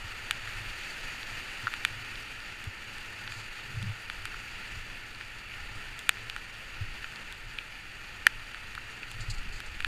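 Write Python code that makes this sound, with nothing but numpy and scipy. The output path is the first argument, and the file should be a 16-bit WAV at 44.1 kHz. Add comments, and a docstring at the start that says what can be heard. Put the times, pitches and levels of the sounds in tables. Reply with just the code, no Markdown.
"""On a raft in whitewater, at the microphone of a small camera shut in a plastic housing on a helmet.
All round, the river's rush is noise coloured by the housing's resonances and what its walls let through.
On the housing itself, drops and a fine drizzle tick by ringing the same modes; spray puffs as bright hiss.
Through the mount come wind, as low rumble and thrum noise rising with each gust, and jolts, as thumps
of decaying sine."""
import sys
import numpy as np
from scipy import signal
from scipy.io import wavfile
from scipy.ndimage import uniform_filter1d

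SR = 44100
rng = np.random.default_rng(int(sys.argv[2]) if len(sys.argv) > 2 else 0)


def ratio(d):
    """dB to gain"""
    e = np.asarray(d, float) / 20
    return 10 ** e


def transcribe(signal):
    """Save signal, clipped to [-1, 1], as a 16-bit WAV file at the path in sys.argv[1]."""
    frames = np.atleast_2d(signal).T
    limited = np.clip(frames, -1, 1)
    pcm = np.round(limited * 32767).astype(np.int16)
    wavfile.write(sys.argv[1], SR, pcm)


N = 435257  # length in samples

# Resonances of the plastic housing:
# pitch_hz, width_hz, hiss_db (in the steady rush), strike_db (under a drop)
HOUSING_MODES = [(863, 167, -11, -9), (1410, 320, -4, 7), (1804, 235, -1.5, 1.5), (2396, 254, -6, 0.5),
                 (2692, 557, -3, 5.5), (3015, 177, -16.5, -5), (3430, 470, -15.5, 5), (4020, 370, -17, -5),
                 (4562, 450, -11.5, 0.5), (5770, 330, -35, -14), (6830, 880, -21, 1),
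                 (8360, 670, -26.5, 0.5), (9650, 790, -31.5, 1.5), (11200, 2200, -36, 6),
                 (13800, 5900, -46, 11)]
# Sound passing the housing walls between the modes: pitch_hz, level_db (per Hz, on the scale of hiss_db)
WALL_LEAK = [(120, -10), (200, -10.5), (400, -12.5), (700, -16), (1200, -18), (2100, -5.5), (3200, -16.5),
             (6000, -24), (15000, -36.5)]
# Level of the river about the raft: time_s, rush_db
RIVER_LEVEL = [(0.0, -42.5), (0.93, -40.5), (1.59, -41), (2.75, -44.5), (3.08, -42.5), (3.85, -44),
               (4.56, -43), (5.22, -45.5), (5.63, -44), (6.57, -45), (7.06, -44), (7.5, -45.5), (9.23, -45),
               (9.87, -45.5)]
SPRAY_SWELL = 1.3  # swell of the treble, as a multiple of the rush's swell in dB

# Spectrum of wind rumble in the mount: pitch_hz, level_db (per Hz, relative)
RUMBLE_SPECTRUM = [(5, -7), (15, -3), (30, -4), (45, -23.5), (65, -12.5), (130, -39.5), (200, -31.5),
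                   (400, -60), (1000, -120)]
# Gusts on the mount: middle_s, length_s, rumble_db, thrum_db (both added to the calm)
GUSTS = [(0.1, 0.71, -53, -70), (0.587, 0.5, -48, -52.5), (1.037, .18, -46, -57), (1.35, 0.19, -51, -57.5),
         (1.95, 0.28, -51, -52), (2.743, 0.73, -76, -74), (3.288, 0.28, -65, -64),
         (3.822, 0.45, -54, -39.5), (4.2, 0.42, -51.5, -58.5), (4.705, 0.96, -54, -61.5),
         (5.72, 0.53, -46, -59), (6.273, 0.33, -63, -62), (6.863, 0.42, -44, -64),
         (7.465, 0.27, -60, -60.5), (8.355, 0.1, -51, -69), (8.796, 0.7, -55, -77), (9.193, 0.27, -47, -48),
         (9.406, 0.51, -35, -64), (9.846, 0.69, -42, -73)]
CALM_RUMBLE_DB, CALM_THRUM_DB = -51, -60.5
THRUM_HZ, THRUM_WIDTH_HZ = 108, 26
LUMP_DB, FASTEST_LUMP_HZ = 0.5, 7.7  # rms depth and top rate of the wind's unevenness

# Single drops striking the housing: start_s, level_db (peak of the body), centre_hz (rings most where
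# it lands), snap_db (treble modes relative to the body), fall_db (per octave from centre_hz; sign ignored)
DROPS = [(0.3093, -9, 2460, -10, 5), (0.474, -25, 1400, -32, 9), (1.23, -24, 3200, -30, 3),
         (1.67, -14, 1450, -32, 45), (1.678, -19.5, 1410, -32, 45), (1.738, -16.5, 1940, -20, 11),
         (1.8496, -6.5, 2330, -13, 9.5), (2.141, -38, 2620, -7, 13), (2.156, -30, 3840, -18, 13),
         (2.403, -34.5, 4500, -22, 18), (2.523, -32, 2400, -28, 14), (2.641, -35, 3200, -0.5, 6),
         (2.983, -30, 4300, -9, 1), (3.2762, -24, 2600, -25, 0), (3.321, -24, 1850, -20, 8),
         (3.57, -34, 1900, -28, -26), (3.827, -29.5, 3540, -6, 10), (4.024, -46, 1900, 2, 8),
         (4.099, -18, 1500, -20, 3), (4.254, -20, 2300, -8, 4), (4.343, -28, 1360, -30, 26),
         (5.148, -34, 4500, -15, 16), (5.21, -24.5, 1900, -34, 18), (5.5383, -32, 2560, -28, 18),
         (5.9915, -29.5, 3550, 0.5, 18), (6.067, -38, 1850, -10, 18), (6.0921, -3.5, 2370, -5.5, 8.5),
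         (6.17, -30, 1800, -21, 12), (6.298, -21.5, 2800, -13, 9), (6.363, -19.5, 1410, -17, 9),
         (7.043, -22.5, 1940, -26, 16), (7.159, -30, 4560, -18, 23), (7.217, -46, 4500, -16, 9),
         (7.325, -32, 3400, -4, 19), (7.586, -19, 2520, -26, 20), (8.2673, 3.5, 1860, -11.5, 18.5),
         (8.545, -23.5, 1900, -22, 14), (8.751, -25, 2600, -11.5, 5), (8.778, -25.5, 1400, -36, 45),
         (9.031, -26.5, 2490, -26, 22), (9.115, -29.5, 2750, -4, 24), (9.431, -35, 2600, -10, 8),
         (9.603, -25, 3300, -11, -1), (9.804, -19, 1970, -18, 12), (9.824, -29, 2630, -14, 10),
         (9.846, -11, 2120, -21, 11)]
SNAP_HZ = 6300  # modes above this make the snap, the rest the body
TICK_LOW_HZ = 423  # the drop ticks carry little below this
RISE_CYCLES, SOFT_CYCLES_PER_DB = 0.067, 0.05  # less snap: softer landing, slower build-up
FALL_LIMIT_DB = 9  # distant modes may still ring this far above the snap
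DETUNE, STRENGTH_DB = 0.012, 1.5  # spread of mode pitch (fraction) and mode level
DRIZZLE_PER_S, DRIZZLE_LEAST_DB = 49, -47  # rate, and level of the smallest drops
DRIZZLE_SNAP_DB, DRIZZLE_SNAP_SPREAD_DB, DRIZZLE_FALL_DB = -15.5, 3.1, 1
PLACES = 12  # landing places of the drizzle

# Jolts of the mount: start_s, level_db, pitch_hz, t60_s
THUMPS = [(0.042, -39.5, 88.5, 0.084), (1.629, -41.5, 109, 0.13), (2.668, -31, 94, .062),
          (3.36, -40, 108, .15), (3.766, -28, 108, 0.12), (3.828, -36.5, 188, 0.091),
          (3.882, -31, 112, 0.14), (4.76, -37, 99, 0.069), (6.808, -26.5, 94, 0.082),
          (9.189, -39, 104, 0.14), (9.28, -31.5, 108, 0.12)]
THUMP_RISE_S = 0.0065

# Puffs of fine spray: start_s, level_db (hiss rms at its height), length_s (height comes at a third)
PUFFS = [(3.299, -52, 0.072), (3.364, -54, 0.078), (8.905, -57, 0.027), (9.099, -52, .04),
         (9.202, -46, 0.026), (9.273, -59, .03), (9.298, -39, 0.021), (9.337, -50, 0.019),
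         (9.38, -50, 0.015), (9.52, -51, 0.036), (9.55, -55.5, 0.068), (9.657, -50.5, 0.019)]
# Spectrum of the spray hiss: pitch_hz, level_db (relative)
PUFF_SPECTRUM = [(2500, -38), (4000, 3), (4600, 11), (5500, -8), (7000, 4), (9000, -9), (11000, -14),
                 (15000, -30)]

EDGE_HZ = 15350  # top of the recorded band


def evened(x):
    """Scales to rms 1."""
    return x / np.sqrt(np.mean(x ** 2) + 1e-20)


def read(points, hz):
    """Reads a spectrum table on a log-frequency axis."""
    f, value = np.transpose(points)
    return np.interp(np.log(hz + 1), np.log(f + 1), value)


def add(mix, start_s, sound):
    """Mixes a sound in at its start time."""
    part = mix[max(round(start_s * SR), 0):][:len(sound)]
    part += sound[:len(part)]


def noise(magnitude, size):
    """Noise from random short-time spectra whose heights are magnitude(hz, t)."""
    hop = size // 4
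    frames = N // hop + 5
    hz = np.fft.rfftfreq(size, 1 / SR)
    real, imaginary = rng.standard_normal((frames, len(hz), 2)).T
    spectra = (real + 1j * imaginary) * magnitude(hz[:, None], np.arange(frames) * hop / SR)
    return signal.istft(spectra, nperseg=size, noverlap=size - hop)[1][:N]


def river(hz, t):
    """Rush through modes and walls, its treble tilted by spray.

    Random patches in time and pitch, and a shared flicker, make the hiss uneven, most in the treble."""
    modes = 0
    for f, width, hiss_db, _ in HOUSING_MODES:
        modes = modes + ratio(2 * hiss_db) / (1 + (2 * (hz - f) / width) ** 2) ** 2
    colour = np.sqrt(modes + ratio(2 * read(WALL_LEAK, hz)))

    rush_db = np.interp(t, *np.transpose(RIVER_LEVEL))
    treble = np.clip(np.log2(hz / 2800 + 1e-9), 0, 1)
    bass = np.clip(np.log2(900 / (hz + 1)) * 0.26, 0, 1) * 0.5  # the far river swells less
    swell_db = (1 - bass + treble * (SPRAY_SWELL - 1)) * (rush_db - rush_db.mean())

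    field = rng.standard_normal((len(t), len(hz))).T
    patches = evened(uniform_filter1d(uniform_filter1d(field, size=14, axis=0), size=20, axis=1))
    patch_db = 0.53 + 0.6 * np.clip(hz / 12000, 0, 1.3) ** 2
    flicker = evened(uniform_filter1d(rng.standard_normal(len(t)), size=4))
    flicker_db = 0.62 + 0.57 * treble
    return colour * ratio(swell_db + patch_db * patches + flicker_db * flicker)


def rush():
    """The steady hiss of whitewater, heard through the housing."""
    mean_db = np.mean(np.transpose(RIVER_LEVEL)[1])
    return ratio(mean_db) * evened(noise(river, size=512))


def lumps():
    """Slow uneven swing of rms 1, from sines of random phase."""
    t = np.arange(N) / SR
    rates = np.geomspace(1, FASTEST_LUMP_HZ, 16)
    phases = rng.random(len(rates))
    return evened(sum(np.sin(2 * np.pi * (f * t + p)) for f, p in zip(rates, phases)))


def mount():
    """Lumpy wind rumble and the broad resonance of helmet and mount, both raised by each gust."""
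    t = np.arange(N) / SR
    rumble_level = np.full(N, ratio(CALM_RUMBLE_DB))
    thrum_level = np.full(N, ratio(CALM_THRUM_DB))
    for middle_s, length_s, rumble_db, thrum_db in GUSTS:
        swell = np.cos(np.pi * np.clip((t - middle_s) / length_s, -0.5, 0.5)) ** 2
        rumble_level += ratio(rumble_db) * swell
        thrum_level += ratio(thrum_db) * swell

    def resonance(hz, _):
        return 1 / (1 + (2 * (hz - THRUM_HZ) / THRUM_WIDTH_HZ) ** 2)

    thrum = evened(noise(resonance, size=4096)) * thrum_level * ratio(LUMP_DB * lumps())
    wind = evened(noise(lambda hz, _: ratio(read(RUMBLE_SPECTRUM, hz)), size=4096))
    return thrum + wind * rumble_level * ratio(LUMP_DB * lumps())


def tick(centre_hz, snap_db, fall_db):
    """One drop, body peak 1: modes ring a few ms, weaker off centre, neighbours in opposite phase."""
    t, body, snap = np.arange(1024) / SR, 0, 0
    cycles = max(RISE_CYCLES - SOFT_CYCLES_PER_DB * snap_db, 0.02)
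    most_fall_db = max(-snap_db - FALL_LIMIT_DB, 14)
    chance = rng.standard_normal((len(HOUSING_MODES), 2))
    for k, (hz, width, _, strike_db) in enumerate(HOUSING_MODES):
        pitch_chance, level_chance = chance[k]
        level = ratio(strike_db + STRENGTH_DB * level_chance) * (-1) ** k
        rise = (1 - np.exp(-t / (0.00003 + cycles / hz))) ** 2  # low modes build up slower
        decay = np.exp(-np.pi * 0.9 * width * t)
        ring = level * rise * decay * np.sin(2 * np.pi * hz * (1 + DETUNE * pitch_chance) * t)
        if hz > SNAP_HZ:
            snap = snap + ring
        else:
            off_centre_db = abs(fall_db * np.log2(hz / centre_hz))
            body = body + ring * ratio(-min(off_centre_db, most_fall_db))
    body = signal.lfilter(*signal.butter(2, TICK_LOW_HZ, "high", fs=SR), body)
    # the snap comes as the body swings out
    snap = np.roll(snap, np.argmax(abs(body) > 0.3 * abs(body).max()))
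    return body / abs(body).max() + ratio(snap_db) * snap / abs(snap).max()


def drizzle():
    """Small drops at random times, each ringing the housing as its landing place does."""
    out = np.zeros(N)
    louder_db = 4.14 * np.minimum(rng.exponential(1, N), 2.2)
    strikes = ratio(louder_db) * (rng.random(N) < DRIZZLE_PER_S / SR)
    place = rng.integers(0, PLACES, N)
    for k, centre_hz in enumerate(np.geomspace(1300, 4600, PLACES)):
        snap_db = DRIZZLE_SNAP_DB + DRIZZLE_SNAP_SPREAD_DB * rng.standard_normal()
        sound = tick(centre_hz, snap_db, DRIZZLE_FALL_DB)
        out += ratio(DRIZZLE_LEAST_DB) * signal.oaconvolve(strikes * (place == k), sound)[:N]
    return out


def thumps():
    """Each jolt swings the mount a few cycles, with a soft start."""
    out, t = np.zeros(N), np.arange(SR // 3) / SR
    for start_s, level_db, pitch_hz, t60_s in THUMPS:
        shape = (1 - np.exp(-t / THUMP_RISE_S)) ** 2 * ratio(-60 * t / t60_s)
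        add(out, start_s, ratio(level_db) * shape / shape.max() * np.sin(2 * np.pi * pitch_hz * t))
    return out


def drops():
    """Single drops, each striking the housing's modes at its own time and place."""
    out = np.zeros(N)
    for start_s, level_db, centre_hz, snap_db, fall_db in DROPS:
        add(out, start_s, ratio(level_db) * tick(centre_hz, snap_db, fall_db))
    return out


def puffs():
    """Short bright bursts of spray hiss, rising fast and dying away."""
    shape, t = np.zeros(N), np.arange(SR // 5) / SR
    for start_s, level_db, length_s in PUFFS:
        u = 3 * t / length_s
        add(shape, start_s, ratio(level_db) * u * np.exp(1 - u))
    return shape * evened(noise(lambda hz, _: ratio(read(PUFF_SPECTRUM, hz)), size=256))


def scene():
    """All sources at one microphone."""
    return (rush() + mount() + drizzle() + thumps() + drops() + puffs())[None]


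def band_limit(x):
    """A steep low-pass at the top of the band."""
    return signal.sosfilt(signal.butter(12, 16540, fs=SR, output="sos"), x)


def record(dry):
    """Limits the band, then rounds off peaks under a soft ceiling."""
    edge = signal.firwin(511, EDGE_HZ, window=("kaiser", 4), fs=SR)
    banded = signal.oaconvolve(dry, edge[None], "same")
    mix = np.tanh(banded) * 1.052
    return band_limit(mix)


dry = scene()
out = record(dry)
transcribe(out)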